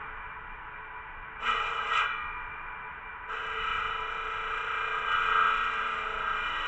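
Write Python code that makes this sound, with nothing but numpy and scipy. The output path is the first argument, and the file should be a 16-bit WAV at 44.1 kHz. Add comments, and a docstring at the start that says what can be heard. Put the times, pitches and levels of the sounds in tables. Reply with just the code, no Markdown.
"""A homemade circular saw on an electric motor whirs in a yard, over a low outdoor rumble.
At 1.4 s it bites briefly into a thin branch, which groans: the uneven teeth strike the wood in a
pattern that repeats every turn, the blade screeches and the load slows the shaft a little.
The steel rings on over the whir. From 3.3 s to the end it works through a thick branch,
which damps the ring more and more as the blade sinks in."""
import sys
import numpy as np
from scipy import signal
from scipy.fft import rfft, irfft, next_fast_len
from scipy.io import wavfile
from scipy.ndimage import uniform_filter1d, map_coordinates

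SR = 44100
rng = np.random.default_rng(int(sys.argv[2]) if len(sys.argv) > 2 else 0)


def output_pcm(signal):
    """Save a mono or channel-first signal as 16-bit PCM at the path in sys.argv[1].

    Samples are clipped to [-1, 1] before scaling.
    """
    pcm = np.clip(np.atleast_2d(signal).T, -1, 1) * 32767
    wavfile.write(sys.argv[1], SR, np.round(pcm).astype(np.int16))


N = 294347
T = np.arange(N) / SR

# tone of the yard's low bed: (frequency [Hz], relative level [dB])
RUMBLE_EQ = [(12, -15.5), (21, 4.5), (29, -0.5), (40, -11.5), (60, -8.5), (100, -16), (170, -18.5),
             (280, -30), (600, -44), (1500, -93.5)]
# tone of the air rushing past the teeth: (frequency [Hz], relative level [dB])
AIR_EQ = [(200, -19.5), (330, -17.5), (600, -14.5), (740, -11.5), (870, -3.5), (1150, -3), (1500, 0),
          (1800, -4.5), (2450, -22.5), (2670, -14), (2950, -15), (3300, -28), (3800, -34.5), (4250, -59)]
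# narrow whistles of the running blade and motor: (frequency [Hz], width [Hz], relative level [dB])
WHINE_MODES = [(307, 10, -19), (438, 12, -9), (873, 18, -6), (985, 12, 3), (1105, 16, -4), (1217, 5, -1),
               (1341, 12, -3), (1431, 8, -1), (1500, 60, -5), (1662, 25, -10), (1946, 28, -6),
               (2062, 20, -15), (2186, 20, -12), (2358, 7, 1), (2406, 4, -3), (2460, 45, -14)]
# fader ride on the whir: (time [s], gain [dB])
WHIR_FADER = [(0, -41), (.35, -44.5), (1.35, -44.5), (2.5, -42.5), (3.2, -44), (6.67, -41.5)]
# shaft speed, sagging under load: (time [s], speed [turns/s])
SHAFT_SPEED = [(1.4, 29.65), (1.65, 29.24), (1.8, 29.22), (1.95, 28.91), (2.6, 29.65), (3.45, 29.64),
               (3.8, 29.45), (4.95, 29.38), (5.15, 29.25), (5.65, 29.23), (5.9, 28.94), (6.1, 28.91),
               (6.67, 28.45)]

# hollow tone of the wood: (frequency [Hz], width [Hz], relative level [dB])
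WOOD_MODES = [(675, 46, -12.5), (836, 16, 0), (1020, 130, -4.5), (1266, 140, 3), (1307, 45, 12.5)]
# a branch hums when it bears firmly on the rim:
# (time [s], half length [s], multiple of shaft speed [x], level [dB])
WOOD_HUMS = [(1.494, 0.046, 8, -55.5), (1.865, 0.055, 8, -61), (3.57, 0.055, 15, -50.5),
             (3.702, 0.23, 8, -66), (4.97, 0.065, 8, -67.5), (5.85, .45, 8, -59), (6.096, 0.075, 15, -48),
             (6.148, .2, 22, -57), (6.58, 0.13, 11, -60)]
# tail length of the blade's dense, weak modes: (frequency [Hz], t60 [s])
SHIMMER_DECAY = [(400, .5), (1300, 0.92), (3000, 0.59), (3900, 0.89), (4600, 0.33), (5300, .42),
                 (6300, 0.51), (6800, 0.4), (7500, .25)]
# ring of the free blade: (frequency [Hz], relative level [dB], t60 [s])
RING_MODES = [(1136, -8, 1), (1157, -10, 1.5), (1194, -10, 1.2), (1217, 0, 2.8), (1324, -4, 1.6),
              (1443, -5, 2.4), (1602, -11, 1.8), (1900, -7, 2.2), (1954, -12, 1.8), (2051, -17, 2),
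              (2358, 0, 2.8), (2406, -3, 2.5), (2476, -14, 1.6), (2893, -16, 1.2), (2950, -13, 1.1),
              (2972, -16, 1.1), (3268, -26, 1.3), (3424, -30, 1.3), (3833, -36, 1.3), (4012, -39, 1.2),
              (5570, -54, 1.6), (5880, -55, 1.5), (6280, -54, 1.6)]
# squeals of single blade modes: (time [s], half length [s], frequency [Hz], level [dB])
SQUEALS = [(1.505, 0.034, 2950, -37.5), (1.52, 0.04, 2400, -42), (3.686, 0.099, 2950, -43),
           (3.757, 0.065, 2360, -38.5), (5.134, 0.085, 2950, -45.5), (6.445, 0.076, 2405, -42.5)]

# mix of each cut at a normal bite: (start [s], end [s], screech gain [dB], shriek gain [dB],
# bench thrum gain [dB], chip rasp gain [dB], hollow wood gain [dB], tearing share [0-1])
CUT_MIX = [(1.409, 2.045, -38, -43.5, -48.5, -63, -40, 0.51),
           (3.298, 6.8, -42, -46.5, -48.5, -68.5, -55, 0.11)]
# how hard the wood is fed and the teeth scrape, a list per cut: (time [s], bite [dB], extra treble [dB])
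FEED_RIDES = [
    [(1.4, -46, -4), (1.475, -26.5, 2.5), (1.57, -30.5, -1), (1.68, -38.5, 3), (1.79, -35.5, -5),
     (1.88, -37, 2), (1.975, -25.5, 5), (2.015, -21.5, -3.5), (2.06, -29, -12)],
    [(3.28, -39, -4.5), (3.34, -34, -0.5), (3.48, -37, 0), (3.68, -31.5, 1.5), (3.88, -36.5, 1.5),
     (4.03, -38.5, -0.5), (4.55, -34.5, -0.5), (4.83, -32.5, -0.5), (5.06, -33, -1.5), (5.12, -27.5, .5),
     (5.18, -32.5, 3.5), (5.36, -25, -1), (5.65, -32, 2.5), (5.8, -30.5, 0), (6.08, -38.5, 1.5),
     (6.27, -30.5, -4), (6.5, -37, 4), (6.67, -30.5, 2.5)],
]
# fibres tear more as the teeth start a fresh groove: (time [s], added tearing share [0-1])
FRESH_GROOVES = [(3.28, 0.3), (5.098, .3)]
# thrum of the steel bench: (frequency [Hz], width [Hz], relative level [dB])
BENCH_MODES = [(438.7, 18.2, -0.5), (473.7, 13, -2.5), (542, 19, -8), (669, 21, -7), (702, 36, -18),
               (789, 43, -9)]
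# the wood-damped blade, from its low body through screech and shrill rim to its thinnest whistles,
# each: (frequency [Hz], width [Hz], relative level [dB])
BODY_MODES = [(860, 70, -20), (985, 30, -13), (1141, 22, -8), (1224, 35, -1), (1320, 40, 2), (1435, 22, 3),
              (1496, 25, -10), (1581, 20, 0), (1655, 25, -12)]
SCREECH_MODES = [(1897.4, 24, 0.5), (1966, 64, -1.5), (2088, 34, -5), (2158, 33, -10.5), (2367, 48, -6),
                 (2410, 22, 2.5), (2473, 58, -2), (2650, 120, -7.5), (2795, 170, -19)]
SHRIEK_MODES = [(2800, 70, -8), (2891, 35, -2), (2952, 40, 0), (3050, 70, -7), (3150, 90, -14),
                (3270, 70, -19), (3420, 22, -10), (3560, 110, -21), (3833, 16, -15), (3908, 16, -16),
                (4005, 25, -20)]
WHISTLE_MODES = [(4270, 22, -6.5), (4600, 39, -3), (5430, 52, -2), (5940, 190, -2.5), (6690, 50, -4),
                 (7500, 120, -0.5)]
# rasp of the flying chips: (frequency [Hz], relative level [dB])
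CHIP_EQ = [(2500, -37), (3500, 1.5), (4000, -3), (4150, -4.5), (4900, -3.5), (5300, 3.5), (5950, 3.5),
           (6200, -2), (7150, 0.5), (7520, 6.5), (7850, -3.5), (8150, -6.5), (8550, -7), (8950, -33)]

GROAN_S, GROAN_WIDTH_S, GROAN_DB = 1.63, .075, -49.5
GROAN_HZ, GROAN_FALL_HZ_PER_S = 419, 335
RING_DB, BURIED_S, DAMPING_DB_PER_S = -10, 3.6, 5  # ring gain against the bite, and its late fade
NORMAL_BITE_DB = -33
ATTACK_S, RELEASE_S, GROOVE_SETTLE_S = 0.021, 0.041, 0.32
TREBLE_SLOPE, THRUM_SLOPE = 0.61, .1  # dB per dB of bite
SHRIEK_SLOPE, RASP_SLOPE = 0.94, 0.87  # dB per dB of screech
HIGH_CUT_HZ = 8950


def amp(db):
    """Decibels to gain."""
    return 10 ** (np.asarray(db) / 20)


def unit(x):
    """Scale to rms 1."""
    return x / np.sqrt(np.mean(x ** 2) + 1e-20)


def curves(rows):
    """An automation curve for each column after the time."""
    times, *columns = np.transpose(rows)
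    return [np.interp(T, times, column) for column in columns]


def wobble(rate):
    """Smooth random modulation, rate knots a second."""
    return map_coordinates(rng.standard_normal(2048), [T * rate], mode="mirror")


def swell(peak_s, width_s):
    """A bell-shaped envelope peaking at 1."""
    return np.exp(-.5 * ((T - peak_s) / width_s) ** 2)


def filtered(x, response):
    """x through a complex frequency response."""
    size = next_fast_len(N + SR // 2)
    return irfft(rfft(x, size) * response(np.fft.rfftfreq(size, 1 / SR)), size)[:N]


def coloured(x, eq):
    """x through an EQ curve, at rms 1."""
    hz, db = np.transpose(eq)
    return unit(filtered(x, lambda f: amp(np.interp(np.log(f + 1), np.log(hz), db))))


def resonated(x, modes, low_hz, high_hz):
    """x through a resonator bank and a band-pass, at rms 1."""
    def response(f):
        peaks = sum((-1) ** k * amp(db) * 1j * f * width / (hz * hz - f * f + 1j * f * width)
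                    for k, (hz, width, db) in enumerate(modes))
        return peaks / np.sqrt((1 + (low_hz / (f + 1)) ** 12) * (1 + (f / high_hz) ** 40))
    return unit(filtered(x, response))


def yard_rumble():
    """A low, gently heaving outdoor bed."""
    return amp(-49.5 + 1.7 * wobble(3.2)) * coloured(rng.standard_normal(N), RUMBLE_EQ)


def blade_whir(turns):
    """Air rushes past the teeth, pulsing once a turn, and sets off narrow whistles."""
    fader_db, = curves(WHIR_FADER)
    air_db = -2.5 + 0.27 * np.sin(2 * np.pi * turns) + 0.23 * wobble(1.7)
    air = amp(air_db) * coloured(rng.standard_normal(N), AIR_EQ)
    whine = amp(-0.5) * resonated(rng.standard_normal(N), WHINE_MODES, 270, 2800)
    return amp(fader_db) * (air + whine)


def branch_voice(turns, hollow):
    """The wood tears hollowly and hums with the shaft; the first branch groans lower as its kerf grows."""
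    groan_hz = GROAN_HZ - GROAN_FALL_HZ_PER_S * (T - GROAN_S)
    phase = 2 * np.pi * np.cumsum(groan_hz) / SR
    rough_tone = wobble(45) * np.sin(phase) + wobble(44.9) * np.cos(phase)
    groan = amp(GROAN_DB) * swell(GROAN_S, GROAN_WIDTH_S) * rough_tone
    tear = hollow * resonated(rng.standard_normal(N), WOOD_MODES, 550, 1257)
    tremble = 0.16 * wobble(10)
    hum = sum(amp(db) * swell(s, width_s) * unit(np.sin(2 * np.pi * multiple * turns + tremble))
              for s, width_s, multiple, db in WOOD_HUMS)
    return groan + tear + amp(wobble(7.4)) * hum


def blade_shimmer(cut, wet_db):
    """Countless weak blade modes put a short metallic tail on the cut."""
    hz, t, noise = signal.stft(rng.standard_normal(SR), SR, nperseg=256)
    t60 = np.interp(hz, *np.transpose(SHIMMER_DECAY))
    _, tail = signal.istft(noise * amp(-60 * t / t60[:, None]), SR, nperseg=256)
    return amp(wet_db) * signal.fftconvolve(cut, tail / np.linalg.norm(tail))[:N]


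def blade_ring(bite):
    """Each mode stores the cut's energy and lets it go slowly; deep in the thick branch, wood damps it."""
    damping_db = DAMPING_DB_PER_S * np.maximum(T - BURIED_S, 0)
    power = (bite * amp(RING_DB - damping_db)) ** 2
    ring = np.zeros(N)
    for hz, db, t60 in RING_MODES:
        feedback = amp(-120 / (t60 * SR))  # acts on power: 60 dB down in t60
        stored = signal.lfilter([1 - feedback], [1, -feedback], power)
        envelope = amp(db + wobble(8.2)) * np.sqrt(stored)
        ring += envelope * np.sin(2 * np.pi * hz * T + 0.57 * wobble(9))
    return ring


def blade_squeals(flutter_per_s):
    """Single blade modes flare into brief, unsteady squeals."""
    squeals = np.zeros(N)
    for s, width_s, hz, db in SQUEALS:
        tone = np.sin(2 * np.pi * hz * T + 0.79 * wobble(flutter_per_s))
        squeals += amp(db + 2.3 * wobble(flutter_per_s)) * swell(s, width_s) * unit(tone)
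    return squeals


def wood_contact():
    """Layer envelopes and tearing share as wood meets rim: a hard bite lifts treble far more than thrum."""
    gains, tearing = 0, 0
    for mix, feed in zip(CUT_MIX, FEED_RIDES):
        start, end, screech_db, shriek_db, thrum_db, rasp_db, hollow_db, torn = mix
        bite_db, extra_db = curves(feed)
        push_db = bite_db - NORMAL_BITE_DB
        treble_db = TREBLE_SLOPE * push_db + extra_db
        attack = np.clip((T - start) / ATTACK_S + 1, 0, 1)
        release = np.clip((end - T) / RELEASE_S + 1, 0, 1)
        gate = attack * release
        gains += gate * amp([bite_db, screech_db + treble_db, shriek_db + SHRIEK_SLOPE * treble_db,
                             thrum_db + THRUM_SLOPE * push_db, rasp_db + RASP_SLOPE * treble_db,
                             hollow_db + THRUM_SLOPE * push_db])
        tearing += torn * gate
    for s, share in FRESH_GROOVES:
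        tearing += share * (T > s) * np.exp(-np.abs(T - s) / GROOVE_SETTLE_S)
    return (*gains, tearing)


def tooth_force(turns, drift, tearing, patchy_db, size=4096):
    """Uneven teeth buzz in a slowly morphing one-turn loop, blended with the noise of tearing fibres."""
    steps, field = rng.standard_normal((2, 64, size // 8))
    phase = np.cumsum(drift * steps, axis=0) + rng.uniform(0, 2 * np.pi, size // 8)
    patches = uniform_filter1d(uniform_filter1d(field, size=4, axis=0), size=5, axis=1)
    harmonics = amp(patchy_db * unit(patches))  # neighbours swell and fade together
    loops = irfft(harmonics * np.exp(1j * phase), size)  # a row every four turns
    buzz = map_coordinates(loops, [turns / 4, turns % 1 * size], order=1, mode="grid-wrap")
    share = np.clip(tearing, 0, 1)
    return np.sqrt(1 - share) * unit(buzz) + np.sqrt(share) * rng.standard_normal(N)


def saw_cut(turns, bite, screech, shriek, thrum, rasp, tearing):
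    """The lead sound: the teeth drive blade and bench and fling a spray of chips."""
    # the shaft flutters slightly, so the teeth meet the wood a little early or late
    contact_turns = turns + .0007 * wobble(11)
    steady_force = tooth_force(contact_turns, drift=.2, tearing=tearing, patchy_db=1.3)
    rough_force = tooth_force(contact_turns, drift=.33, tearing=1.6 * tearing, patchy_db=2)
    body = amp(-2.02 + 1.1 * wobble(22)) * bite * resonated(steady_force, BODY_MODES, 800, 2600)
    edge = amp(-2) * screech * resonated(rough_force, SCREECH_MODES, 1750, 2920)
    rim = amp(-1.3) * shriek * resonated(rough_force, SHRIEK_MODES, 2700, 3980)
    bench = amp(-0.42 + 1.3 * wobble(6.2)) * thrum * resonated(steady_force, BENCH_MODES, 260, 900)
    runout_db = .4 * np.sin(2 * np.pi * turns)  # the rim runs slightly out of true
    spray = unit(amp(runout_db + 2 * wobble(170) + 1.2 * wobble(30)))
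    chip_force = tooth_force(turns, drift=.35, tearing=0.33, patchy_db=1.5)
    chips = amp(-0.3) * rasp * coloured(spray * chip_force, CHIP_EQ)
    whistles = amp(-5) * rasp * resonated(rough_force, WHISTLE_MODES, 4100, 7500)
    return body + edge + rim + bench + chips + whistles


def scene():
    """Mono mix of yard and saw, with whir, hums and teeth locked to one shaft."""
    turns = np.cumsum(curves(SHAFT_SPEED)[0]) / SR
    bite, screech, shriek, thrum, rasp, hollow, tearing = wood_contact()
    cut = saw_cut(turns, bite, screech, shriek, thrum, rasp, tearing)
    tails = blade_shimmer(cut, wet_db=-7.5) + blade_ring(bite)
    backing = blade_whir(turns) + branch_voice(turns, hollow) + yard_rumble()
    return (backing + tails + blade_squeals(flutter_per_s=35) + cut)[None]


def record(dry):
    """A brick-wall high cut on the whole mix."""
    return filtered(dry[0], lambda hz: hz < HIGH_CUT_HZ)[None]


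dry = scene()
out = record(dry)
output_pcm(out)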